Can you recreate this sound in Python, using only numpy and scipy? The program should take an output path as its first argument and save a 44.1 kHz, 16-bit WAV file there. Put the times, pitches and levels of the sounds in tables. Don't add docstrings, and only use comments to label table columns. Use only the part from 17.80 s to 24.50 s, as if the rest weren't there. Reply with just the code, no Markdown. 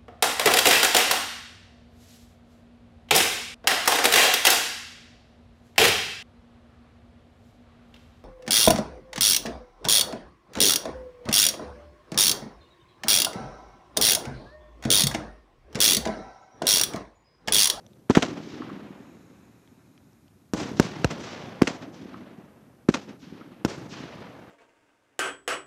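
import sys
import numpy as np
from scipy import signal
from scipy.io import wavfile
from scipy.ndimage import uniform_filter1d

SR = 44100
rng = np.random.default_rng(int(sys.argv[2]) if len(sys.argv) > 2 else 0)


def transcribe(signal):
    frames = np.atleast_2d(signal).T
    limited = np.clip(frames, -1, 1)
    pcm = np.round(limited * 32767).astype(np.int16)
    wavfile.write(sys.argv[1], SR, pcm)


def undo_db(level):
    steps = np.asarray(level, float) / 20
    return 10 ** steps


N = 295470

# start_s, thump_db, crack_db, ground_bounce_ms, echo_db
LIFTS = [
    (0.2982, -4, -14.5, 0.6, 5.5),
    (0.3708, 1, -10.5, 0.29, 5),
    (3.8197, -1, -5.5, .4, 2.5),
    (5.088, -2.5, -14, 0.79, 0.5),
]
# start_s, thump_db, thump_hz, late_swing_db, echo_db
BURSTS = [
    (2.7355, -14, 257, -53, 5.5),
    (2.9977, -2, 265, -53, 3),
    (3.2447, -9, 302, -9, -1.5),
    (5.849, -9, 260, -47, 3),
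]
# first_front_ms, then three later fronts, each in db
FRONTS = [(1., -11, -34, -12), (0.85, -8, -6.5, -43), (0.95, 4.5, 3, -6), (1., -11.5, -4, -36)]
# start_s, level_db, length_ms
PRIMERS = [(0.2946, -39.5, .6), (0.304, -15.5, 0.93), (.365, -41, 0.45), (0.376, -11, 0.84),
           (3.003, -15.5, 1.24), (3.2489, -13, 1.62), (3.816, -18.5, 1.08), (5.0858, -37, 0.71),
           (5.092, -18.5, 0.49)]
# delay_s, crack_db, thump_db
WALLS = [(.0052, -35, -16.5), (.013, -17.5, -31), (0.019, -28.5, -20.5), (.0513, -24, -38),
         (.0527, -6.5, -27), (.0542, -6, -20.5), (.057, -2.5, -23), (0.061, -17, -22), (0.08, -18, -31),
         (0.086, -23, -27.5), (.2, -35, -43), (0.216, -39, -49), (0.4359, -52, -27.5), (0.522, -23, -35.5)]
# delay_s, level_db, pitch_hz, width_hz, decay_t60_s
BARNS = [(.521, -42, 1210, 370, 0.061), (.2, -47, 1180, 2700, 0.094)]
# pitch_hz, width_hz, level_db
JETS = [(2500, 300, 2), (3900, 500, -0.5), (5300, 500, -8), (6700, 940, -2.5)]
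# time_s, level_db
CLIMB = [(.5, -94), (.9, -78), (1.3, -71), (2, -76), (2.7, -83), (2.8, -100)]
# start_s, peak_db, pitch_hz
TICKS = [(.065, -46, 3500), (.065, -49, 5800), (.1335, -51, 3700), (1.876, -51, 3300), (1.876, -55, 2200),
         (2.178, -50, 2450), (2.178, -50, 3150), (2.178, -58, 4700), (2.332, -59, 5600), (2.481, -53, 3100),
         (2.481, -59, 4400)]
# delay_s, decay_t60_s, bass_db, treble_db, tilt_db_per_octave
LIFT_SCATTER = [(.004, 0.048, -19, -25.5, -2), (.015, .3, -44, -44.5, 2), (0.051, 0.12, -34.5, -24, -0.5),
                (.078, 0.4, -40, -42, 1), (0.179, 0.36, -36, -43.5, -0.5), (.27, 0.39, -42, -71, 3),
                (0.293, 1.2, -45.5, -53, 5), (0.422, 1.23, -43, -46.5, 2), (.56, 1.71, -51, -54, 2.6),
                (.8, 9, -66, -67, 4)]
# delay_s, decay_t60_s, bass_db, treble_db, tilt_db_per_octave
BURST_SCATTER = [(.004, 0.062, -26, -34.5, -2.6), (0.113, 1.04, -40.5, -47.5, -1.),
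                 (.3, 0.59, -45, -105, -1.5), (0.402, 4.17, -51, -51, -1.9)]
# hedge_delay_s, hedge_t60_s, hedge_db, trees_delay_s, trees_db
AROUND = [(0.019, 0.45, 2.5, 0.21, 0.5), (0.015, 0.29, 2.5, 0.23, -0.5), (0.057, 0.096, 9.5, 0.14, 5.5),
          (0.023, 0.35, 0.8, 0.23, 2)]
# bass_db, treble_db, tilt_db_per_octave
HEDGE = (-32, -34.5, 0.5)
# decay_t60_s, bass_db, treble_db, tilt_db_per_octave
TREES = (2.5, -51.5, -45.5, 3.5)
# pitch_hz, level_db
BASS = [(30, -31), (60, -19.5), (120, -3.5), (200, -2), (300, -4), (400, -7), (500, -18), (900, -40)]
# pitch_hz, level_db
TUBE_ROLL = [(30, -37), (60, -26), (120, -8.5), (200, -0.5), (280, 0), (400, -8), (500, -19), (900, -48)]
# pitch_hz, level_db
TREBLE = [(250, -11.5), (500, 7.5), (1000, 1), (2000, -4.5), (4000, -7.5), (6000, -11), (7500, -9.5),
          (13500, -23)]
# pitch_hz, level_db
NIGHT = [(20, -36.5), (50, -6), (100, 3), (200, 1.5), (350, -8.5), (600, -22), (1500, -25), (4000, -41)]
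# pitch_hz, level_db
MICROPHONE = [(25, -42.5), (58, 0), (100, 1.5), (4300, 1.5), (6000, 5.5), (9000, -7.5), (14000, -13),
              (15500, -35.5)]
# pitch_hz, level_db
SELF_NOISE = [(300, -12), (1000, 1.5), (3000, -1), (8000, -3.5), (13550, -1.5), (13750, -34), (16000, -55)]


def add(mix, start_s, sound):
    part = mix[round(start_s * SR):][:len(sound)]
    part += sound[:len(part)]


def coloured(x, points, size=4096):
    hz = abs(np.fft.fftfreq(size, 1 / SR))
    table_hz, table_db = np.transpose(points)
    level_db = np.interp(np.log(hz + 1), np.log(table_hz + 1), table_db)
    log_gain = level_db * np.log(10) / 20
    taps = np.fft.ifft(np.exp(np.conj(signal.hilbert(log_gain)))).real
    return signal.oaconvolve(x, taps[:size // 2])[:len(x)]


def noise(points):
    x = coloured(rng.standard_normal(N), points)
    return x / x.std()


def shock(ms, suction=0.35, rise=0.06):
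    u = np.arange(200) / SR / (ms / 1000)
    return np.interp(u, [0, min(rise, 0.29), 0.3, 0.55, 0.8, 1.2], [0, 1, 0.75, -suction, -suction, 0])


def thump(hz, swell_ms=2.06, sag=17.0):
    t = np.arange(900) / SR
    u = t / (swell_ms / 1000)
    turns = hz * 1.003 * np.log1p(sag * t) / sag
    swell = (u * np.exp(1 - u)) ** 2.4
    return -np.sin(2 * np.pi * (turns - 0.06)) * swell


def crack(bounce_ms, bounces_db, front_ms, grit=0.22, rise=0.1):
    out = np.zeros(1200)
    for k, db in enumerate(bounces_db):
        add(out, k * bounce_ms / 1000, undo_db(db) * shock(front_ms, rise=rise))
    t = np.arange(len(out)) / SR
    return out + grit * rng.standard_normal(len(out)) * undo_db(-60 * t / 0.016)


def lifts():
    out = np.zeros(N)
    tube_hz = 272.4
    for start_s, thump_db, crack_db, bounce_ms, echo_db in LIFTS:
        low = undo_db(thump_db) * thump(tube_hz)
        add(out, start_s, low)
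        add(out, start_s, undo_db(crack_db) * crack(bounce_ms, (0, -10, -14), 0.87, rise=0.2))
        for delay_s, wall_crack_db, wall_thump_db in WALLS:
            band = signal.butter(2, [500, min(900 / delay_s, 8500)], "band", fs=SR)
            front = signal.lfilter(*band, crack(bounce_ms, (0, -7), 0.46))
            add(out, start_s + delay_s, undo_db(wall_crack_db + echo_db - 11) * front)
            add(out, start_s + delay_s, undo_db(wall_thump_db) * low)
    return out


def primers():
    out = np.zeros(N)
    for start_s, db, ms in PRIMERS:
        add(out, start_s, undo_db(db) * shock(ms, suction=1.2, rise=0.22))
    return out


def bursts():
    out = np.zeros(N)
    stutter_ms, thin_ms = 0.72, 0.45
    for (start_s, thump_db, hz, swing_db, _), (first_ms, *later_db) in zip(BURSTS, FRONTS):
        crack_gain = undo_db(thump_db - 4)
        add(out, start_s, undo_db(thump_db) * thump(hz, swell_ms=1.65, sag=50.0))
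        add(out, start_s + 0.0049, undo_db(swing_db) * thump(106, swell_ms=1.57, sag=5.0))
        add(out, start_s, crack_gain * shock(first_ms))
        stutter = crack(stutter_ms, later_db, thin_ms, grit=0.39)
        add(out, start_s + stutter_ms / 1000, crack_gain * stutter)
    return out


def sparks():
    white, t = rng.standard_normal(N), np.arange(N) / SR
    out = np.zeros(N)
    for hz, width_hz, db in JETS:
        out += undo_db(db) * signal.lfilter(*signal.iirpeak(hz, hz / width_hz, SR), white)
    climb_db = np.interp(t, *np.transpose(CLIMB), left=-120, right=-120)
    out *= undo_db(climb_db) / out.std()
    tick_t = t[:300]
    for start_s, db, hz in TICKS:
        add(out, start_s, undo_db(db - 60 * tick_t / 0.0063) * np.sin(2 * np.pi * hz * tick_t))
    return out


def barns():
    out, t = np.zeros(N), np.arange(4000) / SR
    smear = np.minimum(t / 0.004, 1)
    for start_s, *_, echo_db in LIFTS:
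        for delay_s, db, hz, width_hz, t60_s in BARNS:
            band = signal.iirpeak(hz, hz / width_hz, SR)
            grit = signal.lfilter(*band, rng.standard_normal(len(t)))
            grit = signal.lfilter(*band, grit)
            level = undo_db(db + echo_db - 60 * t / t60_s)
            add(out, start_s + delay_s, level * smear * grit / grit.std())
    return out


def scattered_returns():
    returns = [(s, db, 0.064, True, row) for s, *_, db in LIFTS for row in LIFT_SCATTER]
    returns += [(s, db, 0.023, False, row) for s, *_, db in BURSTS for row in BURST_SCATTER]
    for (s, *_, db), (*hedge, hedge_db, trees_delay_s, trees_db) in zip(BURSTS, AROUND):
        returns.append((s, db + hedge_db, 0.095, False, (*hedge, *HEDGE)))
        returns.append((s, db + trees_db, 0.012, False, (trees_delay_s, *TREES)))
    return returns


def landscape():
    frames = dict(nperseg=256, noverlap=192)
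    hz, t, bass = signal.stft(noise(BASS), SR, **frames)
    treble = signal.stft(noise(TREBLE), SR, **frames)[2]
    roll = signal.stft(noise(TUBE_ROLL), SR, **frames)[2]
    octave = np.log2(np.clip(hz, 300, 8000) / 1000)[:, None]
    air_db_per_s = 1.56 * (hz[:, None] / 1000) ** 1.8

    old = undo_db(-120 * t / 2.5)
    burst_low = undo_db(2 * -57) * old
    lift_low = np.zeros(len(t))
    high = undo_db(2 * -66 - 12 * octave) * old
    for start_s, db, share, from_lift, (delay_s, t60_s, bass_db, treble_db, tilt) in scattered_returns():
        rise_s = min(share * t60_s, 0.081 if tilt < 4.2 else 0.029)
        arrival_s = start_s + delay_s
        span = slice(np.searchsorted(t, arrival_s), np.searchsorted(t, arrival_s + t60_s))
        lag_s = 0.011 * (3 - octave) * (tilt > 2)
        age = np.maximum(t[span] - arrival_s - lag_s, 0)
        power = (1 - np.exp(-age / rise_s)) ** 2 * undo_db(2 * db - 120 * age / t60_s)
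        low = lift_low if from_lift else burst_low
        low[span] += undo_db(2 * bass_db) * power[0]
        air_loss_db = air_db_per_s * (t[span] - start_s)
        high[:, span] += power * undo_db(2 * (treble_db + tilt * octave - air_loss_db))

    lumps = uniform_filter1d(rng.standard_normal((2, len(t))), size=7, axis=1)
    lumps /= lumps.std()
    z = (bass * np.sqrt(burst_low) + roll * np.sqrt(lift_low)) * undo_db(3.0 * lumps[0])
    z += treble * np.sqrt(high) * undo_db(1.56 * lumps[1])
    z[hz > 13600] = 0
    return signal.istft(z, SR, **frames)[1][:N]


def night():
    return undo_db(-61) * noise(NIGHT)


def scene():
    shots = lifts() + primers() + bursts()
    return (shots + sparks() + barns() + landscape() + night())[None]


def band_limit(x):
    return signal.sosfilt(signal.butter(12, 15990, fs=SR, output="sos"), x)


def record(dry):
    x = coloured(dry[0], MICROPHONE) + undo_db(-72.5) * noise(SELF_NOISE)
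    x = x / (1 + abs(x / 0.9) ** 6) ** (1 / 6)
    return band_limit(x[None])


dry = scene()
out = record(dry)
transcribe(out)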